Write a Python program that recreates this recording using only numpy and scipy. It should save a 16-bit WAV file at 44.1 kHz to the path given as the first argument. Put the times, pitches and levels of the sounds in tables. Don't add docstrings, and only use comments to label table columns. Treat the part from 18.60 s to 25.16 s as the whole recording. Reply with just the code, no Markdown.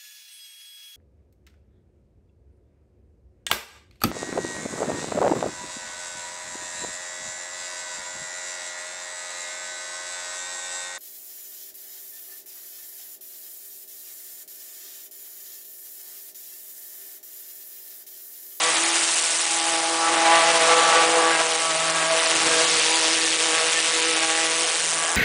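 import sys
import numpy as np
from scipy import signal
from scipy.fft import rfft, irfft, next_fast_len
from scipy.io import wavfile
from scipy.ndimage import uniform_filter1d, map_coordinates

SR = 44100
rng = np.random.default_rng(int(sys.argv[2]) if len(sys.argv) > 2 else 0)


def how_loud(loudness_db):
    steps = np.asarray(loudness_db, float) / 20
    return 10 ** steps


def dump(signal):
    limited = np.clip(np.atleast_2d(signal).T, -1, 1)
    pcm = np.round(limited * 32767).astype(np.int16)
    wavfile.write(sys.argv[1], SR, pcm)


N = 289296

# (time [s], spin rate [Hz])
SPIN_RATE = [(0.0, 162.6), (0.38, 167.4), (0.58, 164.7), (1.99, 165.3), (2.03, 163.6), (2.7, 165.6),
             (2.79, 162.1), (3.65, 162.5), (3.84, 164.6), (3.91, 159.7), (3.96, 162.8), (4.26, 160.1),
             (4.38, 162.8), (5.48, 161.7), (5.97, 164.2), (6.19, 161.8), (6.52, 164.3), (6.56, 166)]
# (time [s], drumming level [dB], ring against roar [dB])
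DRUMMING = [(0, -25.5, -4.5), (.4, -27, -14), (.55, -32.5, -3.5), (.85, -33, -6), (1.1, -29.5, -3),
            (1.3, -28.5, -6), (1.7, -19, -4.5), (1.95, -20.5, -6), (2.35, -17.5, -10.5), (2.65, -19.5, -7),
            (2.95, -31, -1.5), (3.5, -27, -4), (3.9, -24.5, -7.5), (4.7, -34, -4), (5, -29, -3),
            (5.2, -33.5, -3), (6.22, -34.5, -8), (6.45, -28.5, -6.5)]
# (multiple of spin [1], level [dB], flutter [dB], phase smear [rad])
HULL_RING = [(1, -32.5, .9, .36), (2, -13, 1.8, .4), (3, -13, 2.2, .4), (4, -9.5, 2, .3),
             (5, -10.5, 1.2, .35), (6, -11, 1.8, .4), (7, -8, 1.6, .45)]
# (multiple of spin [1], level [dB])
HULL_BUZZ = [(8, -5), (9, -7), (10, -7), (11, -7), (12, -6), (13, -7.5), (14, -7.5), (15, -8), (16, -8),
             (17, -9), (18, -7), (19, -10), (20, -11), (22, -12), (24, -13)]
# (middle [s], length [s], multiple of spin [1], level [dB])
HULL_RESONANCES = [(0.063, 0.093, 3, -38.5), (0.34, 0.41, 2, -41.5), (0.303, 0.28, 4, -65), (1.13, 0.14, 4, -43),
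                   (1.27, 0.29, 4, -46), (1.343, 1, 2, -42), (1.746, 0.067, 4, -30), (1.823, 0.62, 4, -31.5),
                   (2.142, 0.15, 3, -31.5), (2.255, 1.7, 1, -54.5), (2.042, 0.4, 3, -32.5), (2.27, 0.11, 4, -28),
                   (2.492, 0.51, 3, -29), (2.572, 0.038, 4, -29.5), (2.695, 0.97, 4, -42), (2.943, 0.23, 3, -37.5),
                   (3.315, 0.57, 1, -46), (3.16, 0.29, 4, -37), (3.547, 0.56, 4, -35), (3.53, 0.19, 4, -35),
                   (3.66, 0.24, 3, -36), (2.55, 0.45, 2, -40), (3.866, 0.43, 2, -37.5), (3.91, 0.11, 4, -32),
                   (3.955, 0.24, 3, -33.5), (3.973, 0.72, 1, -51.5), (4, 0.09, 4, -29), (4.204, 0.46, 3, -42),
                   (4.468, 0.27, 4, -47.5), (4.536, 1, 2, -41.5), (4.683, 1.3, 3, -38.5), (4.983, 0.32, 4, -47),
                   (5.3, 1.7, 1, -59.5), (4.968, 0.29, 3, -44), (5.25, 0.28, 4, -54), (5.422, 0.29, 3, -32.5),
                   (5.594, 1.17, 2, -40), (5.656, 0.16, 4, -48), (5.82, 0.63, 4, -40.5), (5.872, 0.76, 3, -39.5),
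                   (6.321, 0.34, 1, -51), (.1, .26, 1, -58), (.55, 0.21, 1, -73), (1.1, .4, 1, -72),
                   (6.56, 0.085, 1, -54), (1.5, .9, 3, -45), (2.8, 0.16, 3, -45), (3.25, 0.095, 4, -44),
                   (2.05, 0.18, 4, -34.5),
                   (0.054, 0.11, 7, -37.5), (0.077, .16, 12, -40), (0.316, 0.4, 5, -43), (1.0, 0.28, 5, -47),
              (1.202, 0.76, 5, -35), (1.41, 0.25, 7, -38), (1.47, 0.14, 5, -36), (1.483, 0.084, 12, -41),
              (1.455, 0.08, 8, -30), (1.446, 0.18, 6, -35.5), (1.755, 0.48, 6, -33.5),
              (1.742, 0.34, 5, -23.5), (1.787, 0.14, 7, -31.5), (2.23, 0.44, 7, -28), (2.243, 0.46, 8, -35),
              (2.328, 0.93, 5, -31), (2.358, 0.11, 9, -32), (2.383, 0.087, 7, -31.5),
              (2.66, 0.17, 7, -33.5), (2.806, 0.16, 6, -37), (2.76, 0.11, 10, -36), (2.97, 0.28, 5, -39.5),
              (2.998, 1, 7, -52), (3.064, 0.12, 8, -35.5), (3.068, 0.14, 7, -42), (3.307, 0.4, 8, -42),
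              (3.42, .3, 10, -43), (3.46, 0.2, 7, -38), (3.95, 0.095, 8, -40.5), (4.33, .16, 5, -39),
              (4.36, 0.21, 6, -37), (4.574, 0.07, 12, -40), (4.677, 0.1, 11, -38), (4.942, 0.21, 11, -46),
              (4.967, 0.16, 5, -42.5), (4.98, 0.15, 7, -36), (5.0, 0.17, 10, -38.5), (4.97, 0.22, 8, -47),
              (5.175, 0.047, 11, -31), (5.4, 0.11, 6, -39.5), (5.5, 0.11, 8, -42), (5.658, 0.13, 7, -42),
              (5.687, .3, 10, -43.5), (5.722, 0.31, 5, -37.5), (5.778, 0.17, 11, -46), (5.8, 0.48, 7, -41),
              (5.79, 0.2, 12, -40), (5.95, 0.14, 6, -41.5), (6.448, 0.24, 7, -43),
                   (1.76, 0.43, 12, -38.5), (1.745, 0.089, 11, -32.5), (2.6, 0.5, 10, -41.5),
                  (3.4, 0.19, 10, -38), (3.95, 0.2, 10, -37), (6.45, 0.22, 10, -39), (4.02, 0.13, 7, -36),
                  (3.15, .35, 7, -49), (2.75, 0.052, 13, -34.5), (.75, .35, 2, -52), (0.71, .2, 9, -43),
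                  (5.95, .3, 1, -60), (.3, 0.09, 5, -44)]
# (middle [s], length [s], multiple of spin [1], share lost [0-1])
HULL_NODES = [(1.38, 0.27, 1, .95), (6.6, .3, 1, .85), (5.37, .1, 1, .8), (0.66, .1, 2, .8),
              (3.2, .14, 2, 0.9), (3.8, .12, 2, 0.6), (5.3, 0.15, 2, 1), (3.95, 0.076, 2, 0.6),
              (5, 0.14, 2, 1), (4.2, 0.071, 2, .7), (5.12, 0.099, 2, 1), (6.1, 0.15, 2, 0.9),
              (2.23, 0.073, 3, 1), (4.22, 0.054, 3, 1), (4.7, 0.099, 3, .7), (3.8, 0.24, 4, 0.8),
              (3.2, 0.067, 4, 0), (1.8, .14, 5, 0.7), (1.9, 0.18, 6, .7), (1.6, .2, 6, 0.7),
              (4.8, 0.2, 5, .6), (1.97, 0.16, 8, .7), (1.3, 0.16, 8, 0.8), (3.1, 0.17, 11, .7),
              (3.3, 0.26, 12, 0.8), (8.5, .25, 9, .7), (5.95, .2, 11, .7), (1.8, .1, 10, .7)]
# (middle [s], length [s], gain [dB])
LANCE_SURGES = [(0.1, .15, 1), (.3, 0.13, -0.5), (1.512, 0.15, 1), (1.745, 0.21, 1), (1.895, .1, 1),
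                (2.107, 0.11, 2), (2.237, 0.063, -0.5), (2.375, .15, 1), (2.505, 0.11, -2),
                (2.6, 0.036, 1.5), (2.702, .08, 1.5), (2.809, 0.044, 3.5), (3.146, 0.15, 0.5),
                (3.56, 0.083, 1), (4.502, .14, 2.5), (5.302, .16, 1.5), (6.1, 0.31, 3)]
# (time [s], level [dB], fineness [dB], spatter against splash [dB])
SPRAY_STATE = [(0, -25, 0, -0.5), (.4, -24.5, 0, -1.5), (.55, -26.5, 2.5, 2), (1.1, -27, 0.5, -1),
               (1.35, -29, -1.5, 5), (1.75, -23.5, -3.5, -4), (2, -23, -3.5, 1.5), (2.4, -22, -5.5, -2),
               (2.55, -27, 0.5, -0.5), (2.7, -26, -3.5, -4), (2.9, -27, -1, 0), (3.5, -27.5, -1.5, -2),
               (3.6, -24.5, -2.5, 0), (4.1, -21.5, -4, 1.5), (4.9, -24.5, -3.5, 0), (5.3, -24, -3.5, -1),
               (6.25, -28, 1, 0), (6.55, -33.5, 6, -7)]
# (time [s], level against the roar [dB])
HOLLOW_LEVEL = [(0, -18.5), (.8, -18), (1.3, -19), (1.8, -17), (2.5, -13.5), (3.2, -12.5), (3.7, -12.5),
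                (4.4, -9.5), (5, -9), (5.5, -8), (6.1, -7.5), (6.56, -13)]
# (time [s], slap against splash [dB], once-a-turn swell [0-1], push against spit [0-2])
CRUST_STATE = [(0, -14, .13, 1), (.95, -13.5, .15, 1), (1.75, -11, .1, 1.4), (2.3, -15, .05, 1),
               (2.9, -10, .25, 1), (3.25, -11, .14, 1), (3.6, -10, .28, .7), (4.1, -14, .1, .5),
               (4.4, -9, .3, .7), (4.8, -11, .28, .7), (5.3, -10, .29, .9), (5.6, -7.5, .18, 2),
               (5.85, -7, .2, 2), (6.1, -8, .3, .8), (6.56, -7, .48, .5)]
# (middle [s], length [s], level over the steady air [dB])
SPRAY_PUFFS = [(.7, 0.28, -2), (1.42, 0.2, -4), (1.65, 0.23, -2.5), (2.55, 0.96, -1), (3.05, 0.7, 0.5),
               (3.86, 0.34, 12), (4.15, 0.37, 8.5), (4.605, .5, 7), (5.35, 0.43, 10.5), (5.803, 0.81, 5),
               (6.296, .3, 6)]
# (middle [s], length [s], multiple of shaft rate [1], level [dB])
PUMP_HUM = [(.15, .4, 3, -69), (1.3, .9, 3, -62.5), (3.1, .3, 3, -61), (4.65, 1.5, 3, -59),
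            (5.6, .5, 3, -63), (.7, 1.6, 4, -64), (1.8, .5, 4, -56), (0.55, 2.2, 5, -72),
            (1.85, 1.2, 5, -56), (2.7, 1.1, 5, -63), (1.7, 0.65, 15, -39.5), (2.55, 0.45, 15, -37)]

# (frequency [Hz], density [dB per Hz])
BELLY_SPECTRUM = [(250, -43), (370, -9.5), (450, 2), (580, 0.5), (680, -9), (900, -43)]
# (frequency [Hz], density [dB per Hz])
ROAR_SPECTRUM = [(150, -50), (330, -37.5), (450, -17), (580, -4.5), (700, 1), (1200, 0.5), (1900, -3.5),
                 (3200, -20.5), (8000, -42)]
# (frequency [Hz], density [dB per Hz])
SPLASH_SPECTRUM = [(600, -85), (1300, -17), (1900, -7.5), (2800, -5), (3700, -9), (6000, -23)]
# (frequency [Hz], density [dB per Hz])
SPATTER_SPECTRUM = [(1500, -43), (2800, -16), (3600, -6.5), (4800, -5.5), (6000, -7.5), (9000, -18.5)]
# (frequency [Hz], density [dB per Hz])
MIST_SPECTRUM = [(3000, -49), (5000, -2), (6200, 1.5), (8000, 4), (9300, 3.5), (10300, -2)]
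# (frequency [Hz], density [dB per Hz])
SLAP_SPECTRUM = [(300, -50), (800, -12), (1600, -2), (3000, 0), (4500, -4), (6500, -11), (10300, -15)]
# (frequency [Hz], density [dB per Hz])
RUMBLE_SPECTRUM = [(15, -22), (30, -9), (60, -5.5), (100, -2), (140, -1), (200, 5), (400, -51)]
# (frequency [Hz], density [dB per Hz])
DRAUGHT_SPECTRUM = [(80, -44), (150, -5.5), (200, -10.5), (290, 5.5), (420, 6), (600, -1), (1200, -49)]

SPIN_JITTER_HZ = .9
BUZZ_DB, BUZZ_PER_SLAP = -4.3, .5
ROAR_DB, ROAR_GROWS = -3, 0.8
SPLASH_DB, SPATTER_DB, MIST_DB = -2, -3, 3
RUMBLE_DB, DRAUGHT_DB = -63, -48
RUMBLE_GROWS, DRAUGHT_GROWS = 1, 0.68
PUMP_HZ = 47.8
TOP_HZ = 10150


def unit(x):
    return x / np.sqrt(np.mean(x ** 2) + 1e-20)


def curves(rows):
    s, *cols = np.transpose(rows)
    return [np.interp(np.arange(N) / SR, s, c) for c in cols]


def wobble(rate):
    knots = rng.standard_normal(int(N * rate / SR) + 4)
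    return map_coordinates(knots, [np.arange(N) * rate / SR])


def hump(middle_s, length_s):
    return np.cos(np.pi * np.clip((np.arange(N) / SR - middle_s) / length_s, -.5, .5))


def coloured(x, spectrum):
    m = next_fast_len(N + 8192)
    f, db = np.transpose(spectrum)
    gain = how_loud(np.interp(np.log(np.fft.rfftfreq(m, 1 / SR) + 1), np.log(f), db))
    return unit(irfft(rfft(x, m) * gain, m)[:N])


def patchy(patchy_db):
    z = signal.stft(rng.standard_normal(N + 512), nperseg=512)[2]
    field = uniform_filter1d(rng.standard_normal(z.shape), 8, 0)
    field = uniform_filter1d(field, 8, 1)
    return signal.istft(z * how_loud(patchy_db * unit(field)), nperseg=512)[1][:N]


def spin():
    rate_hz = uniform_filter1d(curves(SPIN_RATE)[0], size=SR // 8)
    return np.cumsum(rate_hz + SPIN_JITTER_HZ * wobble(22)) / SR


def surge_db():
    return sum(db * hump(s, length) ** 2 for s, length, db in LANCE_SURGES)


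def crossings(order):
    return sum(how_loud(db) * np.abs(hump(s, length)) ** 0.59
               for s, length, k, db in HULL_RESONANCES if round(k) == round(order))


def nodes(order):
    lost = sum(share * hump(s, length) ** 2
               for s, length, k, share in HULL_NODES if round(k) == round(order))
    return np.clip(1 - lost * np.ones(N), 0, 1)


def partial(turns, order, flutter_db, smear, drift=1.1):
    phase = 2 * np.pi * order * turns + smear * wobble(25) + drift * wobble(1.97)
    flicker = .7 * wobble(16) + min(order / 5, .8) * wobble(42)
    return np.sqrt(2) * nodes(order) * how_loud(flutter_db * flicker) * np.cos(phase)


def hull(turns):
    drum_db = sum(curves(DRUMMING))
    spray_db, slap_db = curves(SPRAY_STATE)[0], curves(CRUST_STATE)[0]
    buzz_db = 0.73 * drum_db + 0.31 * (spray_db - 9) + BUZZ_DB + BUZZ_PER_SLAP * (slap_db + 10)
    total = np.zeros(N)
    for k, db, flutter_db, smear in HULL_RING:
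        level = how_loud(drum_db + db) + crossings(k)
        total += level * partial(turns, round(k), flutter_db, smear)
    for k, db in HULL_BUZZ:
        level = how_loud(buzz_db + db + .8 * wobble(4)) + crossings(k)
        total += level * partial(turns, k, flutter_db=1.6, smear=.35, drift=1.2)
    return how_loud(surge_db()) * total


def spray(turns):
    swell = curves(CRUST_STATE)[1]
    beat = np.exp(swell * (np.cos(2 * np.pi * turns) + .4 * np.cos(4 * np.pi * turns)))
    drum_db = curves(DRUMMING)[0]
    spray_db, fine_db, spatter_db = curves(SPRAY_STATE)
    surge = surge_db()
    mean_db = drum_db.mean()
    roar_db = mean_db + ROAR_GROWS * (drum_db - mean_db) + ROAR_DB + surge
    ranges = [
        (roar_db + curves(HOLLOW_LEVEL)[0], BELLY_SPECTRUM, .8),
        (roar_db, ROAR_SPECTRUM, .8),
        (spray_db + SPLASH_DB - spatter_db / 2, SPLASH_SPECTRUM, 1.1),
        (spray_db + 0.34 * surge + SPATTER_DB + spatter_db / 2, SPATTER_SPECTRUM, 1),
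        (spray_db + MIST_DB + fine_db, MIST_SPECTRUM, 1.15)]
    total = np.zeros(N)
    for db, spectrum, depth in ranges:
        water = unit(beat ** depth * coloured(patchy(patchy_db=.6), spectrum))
        total += how_loud(db + .35 * wobble(7) + .27 * wobble(35)) * water
    return total


def slaps(turns):
    slap_db, _, push_share = curves(CRUST_STATE)
    nearest = np.round(turns)
    chance = rng.standard_normal((int(turns[-1]) + 2, 2))
    size_db, late = chance[nearest.astype(int)].T
    off = turns - nearest + 0.011 * late
    push = push_share * np.exp(-(off / .009) ** 2)
    spit = np.exp(-(off / .03) ** 2) * rng.standard_normal(N)
    hits = how_loud(1.9 * np.clip(size_db, -3, 2)) * (push + spit)
    return how_loud(curves(SPRAY_STATE)[0] + slap_db - .5) * coloured(hits, SLAP_SPECTRUM)


def yard():
    drum_db = curves(DRUMMING)[0]
    swing_db = drum_db - drum_db.mean()
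    puff_db = sum(db * hump(s, length) for s, length, db in SPRAY_PUFFS)
    rumble_db = RUMBLE_DB + RUMBLE_GROWS * swing_db + puff_db + 1.2 * wobble(2.4)
    draught_db = DRAUGHT_DB + DRAUGHT_GROWS * swing_db + 0.54 * puff_db + 1.2 * wobble(5.4)
    rumble = how_loud(rumble_db) * coloured(rng.standard_normal(N), RUMBLE_SPECTRUM)
    draught = how_loud(draught_db) * coloured(rng.standard_normal(N), DRAUGHT_SPECTRUM)
    return rumble + draught


def pump():
    turns = np.cumsum(PUMP_HZ + .25 * wobble(3.01)) / SR
    total = np.zeros(N)
    for s, length, k, db in PUMP_HUM:
        level = np.sqrt(2) * how_loud(db) * np.abs(hump(s, length)) ** .6
        total += level * np.sin(2 * np.pi * round(k) * turns)
    return total


def scene():
    turns = spin()
    shake = 0.099 * wobble(17) + 0.88 * wobble(45)
    jolt = how_loud(shake - uniform_filter1d(shake, size=SR // 14))
    jet = hull(turns) + spray(turns) + slaps(turns)
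    return (jolt * jet + yard() + pump())[None]


def starved(x, share, long_share):
    hz, _, z = signal.stft(x, SR, nperseg=296, noverlap=148)
    band = (hz // 520).astype(int)
    hop = np.arange(z.shape[-1])
    need = how_loud(1.5 * wobble(5))[np.minimum(hop * 148, N - 1)]
    draw = rng.random((band[-1] + 1, hop[-1] // 4 + 1))[:, hop // 4] / need
    clustered = np.minimum(draw, 3 * np.roll(draw, 1, axis=0))
    brief = (clustered < share) & (hop % 4 < 2)
    lost = (brief | (draw < long_share))[band] & (hz > 4900)[:, None]
    x = signal.istft(z * np.where(lost, how_loud(-30), 1), SR, nperseg=296, noverlap=148)[1][:, :N]
    return irfft(rfft(x) * (np.fft.rfftfreq(N, 1 / SR) < TOP_HZ), N)


def top_cut(x):
    return signal.sosfilt(signal.butter(12, 11310, fs=SR, output="sos"), x)


def record(dry):
    held = dry / (1 + (dry / .8) ** 4) ** .25
    held = held * (1 - 0.57 * hump(middle_s=0.86, length_s=0.012) ** 2)
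    thin = starved(held, share=.21, long_share=.025)
    return top_cut(thin)


dry = scene()
out = record(dry)
dump(out)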